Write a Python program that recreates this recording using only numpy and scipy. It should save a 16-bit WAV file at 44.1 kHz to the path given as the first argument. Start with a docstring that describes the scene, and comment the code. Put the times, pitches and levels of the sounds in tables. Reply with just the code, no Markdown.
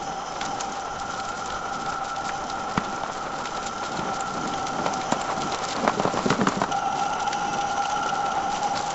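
"""A gas burner sings over hissing steam and rumbling wheels: a small steam engine is pulling wagons along a
garden wall. The flame makes its flue (the hot tube through the boiler) ring, a jet of gas whistles, and wet
steam spits. Wheels squeal faintly, tick and knock over rail joints; wagons thud and loose stones crunch. The
engine is some metres off at first; then the scene changes to close by the engine, where soft puffs from its
chimney are heard too."""
import sys
import numpy as np
from scipy import signal
from scipy.fft import rfft, irfft, next_fast_len
from scipy.io import wavfile

SR = 44100
rng = np.random.default_rng(int(sys.argv[2]) if len(sys.argv) > 2 else 0)


def materialize(psi):
    """Save the field psi as 16-bit PCM at rate SR to the path in sys.argv[1].

    A 1-D psi becomes a single channel; in a 2-D psi each row is a channel.
    """
    bounded = np.clip(np.atleast_2d(psi).T, -1, 1)
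    quanta = np.round(bounded * 32767).astype(np.int16)
    wavfile.write(sys.argv[1], SR, quanta)


N = 394254
T = np.arange(N) / SR
CLOSE_S = 6.712  # here the scene changes: from now on the engine is heard from close by


def undb(db):
    """Turn decibels into a number to multiply a sound by."""
    return 10 ** (np.asarray(db) / 20)


def unit(x):
    """Scale a sound so that its average strength (rms) is 1."""
    return x / np.sqrt(np.mean(x ** 2))


def curves(table):
    """Join a table's points with straight lines: one curve for each column after the time."""
    s, *columns = np.transpose(table)
    return [np.interp(T, s, c) for c in columns]


def wobble(hz):
    """A smooth random wobble of size 1 that changes about hz times a second."""
    smooth = signal.butter(2, hz, fs=SR, output="sos")
    return unit(signal.sosfilt(smooth, rng.standard_normal(N + SR))[SR:])


def colour(x, points):
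    """Shape a sound's lows and highs along (f/Hz, level/dB) points, then scale it to strength 1."""
    hz, db = np.transpose(points)
    size = next_fast_len(N)
    f = np.maximum(np.fft.rfftfreq(size, 1 / SR), 1)
    gain = undb(np.interp(np.log(f), np.log(hz), db))
    return unit(irfft(rfft(x, size) * gain, size)[:N])


def resonate(x, hz, width):
    """Let a sound ring around one pitch; a smaller width (Hz) gives a purer ring."""
    return signal.lfilter(*signal.iirpeak(hz, hz / width, fs=SR), x)


def fade(t, t60):
    """Die away by 60 dB in t60 seconds."""
    return np.exp(-np.log(1000) * t / t60)


def grains(per_s, spread_db):
    """Scattered clicks, a few of them much larger than the rest."""
    size = undb(spread_db * np.minimum(rng.exponential(size=N), 4))
    return (rng.random(N) < per_s / SR) * size * rng.choice([-1, 1], N)


def add(out, s, x, db):
    """Mix in a sound at second s, with the energy of 10 ms of steady sound at level db."""
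    i = int(s * SR)
    out[i:i + len(x)] += (x * undb(db) / np.sqrt(np.sum(x ** 2) / (SR / 100)))[:N - i]


def flue_tone(hz, width_hz, skirt_hz, steady):
    """Flame noise rings one note of the flue; the flame can only push so hard, which evens it out."""
    flame = rng.standard_normal(N) + 1j * rng.standard_normal(N)
    ring = signal.lfilter([1], [1, -np.exp(-np.pi * width_hz / SR)], flame)
    ring = signal.sosfilt(signal.butter(2, skirt_hz, fs=SR, output="sos"), ring)
    ring = ring / np.std(ring)
    ring = ring / (1 + steady * np.abs(ring) ** 2) ** .5
    return unit(np.real(ring * np.exp(2j * np.pi * np.cumsum(hz) / SR)))  # lift it to the note's pitch


# The burner's two notes, far and close: t/s, low note level/dB, high note level/dB
BURNER_FAR = [(0, -34, -43), (.55, -33, -41), (1.05, -36.5, -37), (1.9, -34.5, -32.5), (2.6, -33.5, -37),
              (3.0, -39.5, -37.5), (4.2, -33.5, -35.5), (4.85, -31.5, -36), (6.7, -42, -41.5)]
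BURNER_CLOSE = [(6.73, -25, -32.5), (7.5, -28.5, -36.5), (8.05, -28, -31), (8.65, -27, -40),
                (8.93, -29, -42)]
# The draught through the flue bends the low note: t/s, f/Hz
BURNER_PITCH = [(0, 789), (6.68, 782.9), (6.75, 783.2), (7.35, 816), (8.1, 798), (8.93, 811)]

def burner(close, gap_hz=569):
    """Two breathy flue notes, gap_hz apart, waver together; the flame makes the high one flutter."""
    low_db, high_db = np.where(close, curves(BURNER_CLOSE), curves(BURNER_FAR))
    hz = curves(BURNER_PITCH)[0] * (1 + 0.00635 * wobble(9.85))
    low = flue_tone(hz, width_hz=31.5, skirt_hz=175, steady=0.099)
    high = flue_tone(hz + gap_hz, width_hz=60, skirt_hz=121, steady=.05)
    return low * undb(low_db + 0.55 * wobble(14)) + high * undb(high_db + 1.5 * wobble(32))


def jet_ring(notes, db):
    """A rush of gas or steam rings the engine's high notes."""
    rush = rng.standard_normal(N)
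    ring = sum(undb(level) * resonate(resonate(rush, hz, 1.5 * width), hz, 1.5 * width)
               for hz, width, level in notes)
    return undb(db + 2.3 * wobble(12)) * unit(ring)


# Whistling notes of the gas jet and flue, far and close: f/Hz, width/Hz, relative level/dB
JET_NOTES_FAR = [(3085, 220, 2.5), (5240, 250, 0), (5950, 160, 5), (6360, 240, 0.5), (6940, 100, -1)]
JET_NOTES_CLOSE = [(2060, 50, -4), (2730, 490, -7), (2955, 230, -1), (4060, 100, -17.5), (5020, 220, -7.5),
                   (5840, 100, 4), (6360, 150, -1)]
# How loudly the jet whistles: t/s, level/dB
JET_LOUDNESS = [(0, -45), (3, -50.5), (5, -45), (6.68, -52), (6.74, -46), (7.1, -47.5), (7.4, -42.5),
                (8.2, -46.5), (8.93, -45)]

def gas_jet(close):
    """Rushing gas whistles, with one set of notes from afar and another from close by."""
    db, = curves(JET_LOUDNESS)
    return np.where(close, jet_ring(JET_NOTES_CLOSE, db), jet_ring(JET_NOTES_FAR, db))


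# The lows and highs of steam: f/Hz, relative level/dB
STEAM_COLOUR = [(100, -23), (1000, 1), (2000, -4), (3300, -2), (4600, -0.5), (5500, -0.5), (6400, -3),
                (7400, 1), (8200, 1.5)]
# How strongly the steam escapes: t/s, relative level/dB
STEAM_LOUDNESS = [(0, -48), (.28, -49.5), (.48, -40), (.85, -47), (1.25, -42), (1.7, -46), (2.3, -44.5),
                  (3.0, -47), (3.5, -39.5), (3.8, -43.5), (4.8, -45.5), (5.5, -41), (6.5, -39), (7.0, -47),
                  (7.5, -43), (8.93, -42)]

def steam():
    """Escaping steam hisses, and the water in it spits in short uneven sputters."""
    hiss = colour(rng.standard_normal(N), STEAM_COLOUR) * undb(-3 + wobble(7.9))
    # each drop of water bursts into a brief shower of crackles
    drops = np.abs(grains(per_s=110, spread_db=1.1))
    showers = signal.fftconvolve(drops, fade(T[:SR // 10], 0.083))[:N]
    crackles = sum(resonate(grains(per_s=1800, spread_db=4.5), hz, 0.55 * hz) * undb(1.2 * wobble(23))
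                   for hz in (2100, 3600, 6400))
    spits = undb(1) * colour(crackles * showers, STEAM_COLOUR)
    return undb(curves(STEAM_LOUDNESS)[0]) * (hiss + spits)


# The lows and highs of roaring wheels and of drumming wagons: f/Hz, relative level/dB
ROAR_COLOUR = [(100, -11.5), (250, -12), (400, -2), (560, 1.5), (700, 1.5), (1000, 1), (1300, -0.5),
               (1700, -10), (2500, -14.5), (4000, -19.5), (8000, -43.5)]
DRUM_COLOUR = [(40, -32), (90, -15.5), (150, -3), (230, -0.5), (330, -3.5), (500, -10.5), (1000, -29.5)]
# The roar grows as the wagons come nearer: t/s, level/dB
ROAR_LOUDNESS = [(0, -37), (2.0, -36.5), (3.3, -34.5), (4.4, -35.5), (5.0, -32.5), (6.4, -31.5), (6.8, -36),
                 (8.93, -34)]
# How hard the track shakes the wagons: t/s, level/dB
DRUM_LOUDNESS = [(0, -44), (.5, -37.5), (.9, -47.5), (2.1, -43), (3.8, -41.5), (4.2, -37.5), (5.0, -36.5),
                 (5.6, -39.5), (6.45, -32.5), (6.85, -42), (7.9, -40.5), (8.93, -38.5)]

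def rolling():
    """Small wheels roar over gritty rails, and the uneven track drums the wagon bodies."""
    grit = unit(grains(per_s=1500, spread_db=2.0)) + 0.68 * rng.standard_normal(N)
    roar = colour(grit, ROAR_COLOUR) * undb(curves(ROAR_LOUDNESS)[0] + 1.8 * wobble(20))
    drumming = colour(rng.standard_normal(N), DRUM_COLOUR)
    return roar + drumming * undb(curves(DRUM_LOUDNESS)[0] + 2.6 * wobble(3.3))


# The lows and highs of garden air: f/Hz, relative level/dB
AIR_COLOUR = [(15, -2.5), (30, -5), (60, -8.5), (100, -9.5), (200, -9.5), (1000, -33.5)]

def garden_air():
    """The air stirs in a quiet, low rumble."""
    return colour(rng.standard_normal(N), AIR_COLOUR) * undb(-47.5 + 1.6 * wobble(3.8))


# Faint squeals on the curves: start t/s, length/s, starting f/Hz, slide/(Hz per s), level/dB
WHEEL_SQUEALS = [(0, 0.66, 5190, 112, -53), (6.753, 1.05, 2750, -120, -50)]

def squeals():
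    """A wheel's guiding lip rubs the outer rail in one wavering tone that swells, slides and dies."""
    out = np.zeros(N)
    for s, length, hz, slide, db in WHEEL_SQUEALS:
        age = np.clip(T - s, 0, length)
        swell = np.abs(np.sin(np.pi * age / length)) ** .5
        tone = np.sin(2 * np.pi * np.cumsum(hz + slide * age + 25 * wobble(60)) / SR)
        out += unit(tone * undb(2.5 * wobble(25))) * swell * undb(db)
    return out


# Sharp metal ticks: t/s, rough peak level/dB, brightest f/Hz
METAL_TICKS = [(0.413, -13, 3660), (0.4524, -18, 6140), (0.4612, -18, 5340), (0.602, -22, 4010),
               (0.609, -10.5, 6340), (0.722, -21, 6180), (1.1992, -19, 2920), (1.289, -18, 7310),
               (1.4588, -17, 7320), (1.503, -18, 3110), (1.8617, -21, 3580), (2.163, -20, 3120),
               (2.4399, -25, 6000), (2.5, -17.5, 4100), (2.7744, -16.5, 1990), (2.848, -21, 3320),
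               (3.456, -17, 2030), (3.473, -20, 3070), (3.6664, -13, 7000), (3.838, -19, 2840),
               (3.972, -19, 4300), (3.9926, -18, 2950), (4.2074, -13, 7300), (4.475, -18, 7210),
               (4.538, -18, 3070), (4.668, -15.5, 3200), (4.8636, -14, 2000), (4.938, -15, 6160),
               (5.015, -17, 2050), (5.1206, -9, 7180), (5.214, -12.5, 7500), (5.42, -15, 3130),
               (5.522, -15, 3990), (5.5463, -14.5, 2620), (5.7643, -17, 4410), (6.3037, -10, 3700),
               (6.4855, -12, 6650), (7.034, -22, 3070), (7.33, -10.5, 2230), (7.586, -20.5, 2930),
               (7.611, -17.5, 3000), (7.823, -19.5, 2250), (7.899, -18, 6250), (7.921, -18.5, 5900),
               (8.2627, -18.5, 2260), (8.76, -18, 4150), (8.775, -14.5, 4300), (8.905, -14.5, 6580)]

def ticks(scrape_s=.015, peak_above_average_db=16):
    """As the wagons jostle, wheel lips and couplings scrape briefly, then strike with a dry chatter."""
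    out, t = np.zeros(N), T[:SR // 12] - scrape_s
    scrape = .35 * fade(abs(t), .04)
    strike = fade(abs(t), .022) + .2 * fade(abs(t), .1)
    for s, db, hz in METAL_TICKS:
        chatter = rng.standard_normal(len(t)) * np.where(t < 0, scrape, strike)
        tick = resonate(chatter, hz, 1000) + 0.5 * resonate(chatter, 2700, 5900)
        add(out, s - scrape_s, tick, db - peak_above_average_db)
    return out


def clack(hz, t):
    """A wheel lands: a short rattle, a hollow clack and a hard, bright crack."""
    shape = (fade(t, 0.024) + 0.1 * fade(t, 0.17)) * (1 - fade(t, 0.0035))
    blow = rng.standard_normal(len(t)) * shape
    rattle = resonate(resonate(blow, hz, 0.42 * hz), hz, 1.76 * hz)
    hollow = np.sin(2 * np.pi * 0.744 * hz * t) * t ** 2 * fade(t, 0.0063)
    crack = resonate(blow, 2500, 3000)
    return unit(rattle) + 0.55 * unit(hollow) + undb(-15) * unit(crack)


# The notes a wagon's body rings with: f/Hz, relative level/dB, fade time/s
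WAGON_NOTES = [(139.7, -9.5, 0.098), (195.7, 2.5, 0.1), (260, -0.5, 0.09), (304, -1.5, 0.079),
               (421.6, 6, 0.064), (560, -9, 0.02)]

def wagon_body(push, t):
    """A push rings the body, a little differently each time; so small a box gives no deep bass."""
    ring = sum(undb(db) * np.cos(2 * np.pi * hz * (1 + 0.061 * rng.standard_normal()) * t) * fade(t, t60)
               for hz, db, t60 in WAGON_NOTES)
    cut_bass = signal.butter(3, 120, "highpass", fs=SR, output="sos")
    return signal.sosfilt(cut_bass, signal.fftconvolve(push, ring)[:len(t)])


# Knocks over rail joints: t/s, clack level/dB, rattle f/Hz, body thump level/dB,
# bounce delay/s, bounce level/dB compared with the first clack
JOINT_KNOCKS = [(0.4133, -31, 1490, -54, .048, -3.5), (2.292, -29, 1680, -40, 0.018, -20),
                (2.777, -19.5, 1380, -26, 0.021, -29), (3.035, -26, 990, -37, 0.028, -7),
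                (4.862, -20, 784, -39, 0.022, -21), (5.1232, -17.5, 860, -35, .02, -24),
                (5.849, -23.5, 940, -34, 0.021, -13), (5.8769, -14, 975, -24, .018, -8.5),
                (5.998, -20.5, 880, -24, .02, -18), (6.052, -21, 770, -20, 0.025, 0.5),
                (6.173, -22, 940, -30, .018, -0.5), (6.303, -19, 1180, -20, .023, -5.5),
                (6.414, -22.5, 960, -17.5, 0.023, -15), (6.471, -17.5, 1230, -20, 0.016, -8.5),
                (6.5205, -28, 950, -39, 0.023, -24), (6.617, -17.5, 950, -22, 0.021, -4)]

def knocks():
    """A wheel drops into the gap between two rails, thumps the wagon's body and bounces once."""
    out, t = np.zeros(N), T[:SR // 10]
    for s, db, hz, body_db, bounce_s, bounce_db in JOINT_KNOCKS:
        add(out, s - .001, clack(hz, t), db)
        add(out, s - .001 + bounce_s, clack(hz, t), db + bounce_db)
        push = fade(t, 0.0062) + 0.095 * rng.standard_normal(len(t)) * fade(t, .08)
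        add(out, s + 0.00071, wagon_body(push, t), body_db)
    return out


# Deep, dull bumps under the hardest blows: t/s, level/dB, f/Hz
DEEP_BUMPS = [(2.777, -19, 192), (3.995, -36, 163), (5.123, -23, 240), (6.307, -27.5, 187)]

def bumps():
    """A heavy bump dies so fast that it is little more than one low swing."""
    out, t = np.zeros(N), T[:SR // 10]
    for s, db, hz in DEEP_BUMPS:
        add(out, s, np.sin(2 * np.pi * hz * t) * t * fade(t, 0.016), db)
    return out


# Gritty scuffs of small stones: t/s, level/dB
STONE_SCUFFS = [(3.088, -26.5), (4.015, -27), (4.786, -27.5)]

def scuffs(hz=820):
    """Loose stones shift, and their many tiny clicks make a short, dull crunch."""
    out, t = np.zeros(N), T[:SR // 5]
    for s, db in STONE_SCUFFS:
        crunch = grains(per_s=4100, spread_db=6)[:len(t)] * fade(t, .15)
        add(out, s, resonate(resonate(crunch, hz, 450), hz, 700), db)
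    return out


# Soft thuds of lurching wagons: t/s, level/dB
LURCH_THUDS = [(3.98, -25), (4.01, -34), (5.83, -22.5), (5.969, -24.5), (6.136, -23.5), (6.254, -16.5),
               (6.308, -18.5), (6.385, -21.5), (6.417, -24), (6.473, -23), (6.565, -22), (6.685, -30)]

def thuds(rise_s=0.0055, muffle_hz=400):
    """A lurch pushes the wagon's body gradually and through a soft contact, so it only thuds."""
    out, t = np.zeros(N), T[:SR // 10]
    for s, db in LURCH_THUDS:
        push = rng.standard_normal(len(t)) * t * np.exp(-t / rise_s)
        soft_push = signal.lfilter(*signal.butter(1, muffle_hz, fs=SR), push)
        add(out, s, wagon_body(soft_push, t), db)
    return out


# Each turn of the close engine's driving wheels: t/s, relative level/dB of its first puff
DRIVING_TURNS = [(6.723, -30.5), (6.996, -28.5), (7.277, -29), (7.545, -33), (7.857, -28.5), (8.094, -28.5),
                 (8.321, -34), (8.562, -34), (8.811, -49.5)]

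def chuffs(per_turn=4, weaker_db=-7, half_width_s=0.0049):
    """Soft puffs of used steam ring the chimney and hiss; the first of each wheel turn is strongest."""
    starts, turn_db = np.transpose(DRIVING_TURNS)
    turns = np.arange((len(starts) - 1) * per_turn + 1) / per_turn
    times = np.interp(turns, np.arange(len(starts)), starts)
    levels = np.interp(turns, np.arange(len(starts)), turn_db) + weaker_db * (turns % 1 > 0)
    puffs = sum(undb(db) / (1 + ((T - s) / half_width_s) ** 2) for s, db in zip(times, levels))
    ring = jet_ring(JET_NOTES_CLOSE, db=-5)
    ring += undb(-5.5) * unit(resonate(rng.standard_normal(N), 2970, 450))
    hiss = undb(-8) * colour(rng.standard_normal(N), STEAM_COLOUR)
    return puffs * (ring + hiss)


def scene():
    """Engine, wagons and stones over a low stir of garden air, in one channel."""
    close = T >= CLOSE_S
    whistle = gas_jet(close)
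    air = garden_air()
    engine = burner(close) + whistle + chuffs() + steam()
    wagons = rolling() + ticks() + squeals() + knocks() + thuds() + bumps()
    return (engine + wagons + scuffs() + air)[None]


def record(dry, top_hz=7650):
    """The highest treble, above top_hz, is cut away."""
    cut_treble = signal.firwin(161, top_hz, window=("kaiser", 7), fs=SR)
    return signal.fftconvolve(dry, cut_treble[None], mode="same")


dry = scene()
out = record(dry)
materialize(out)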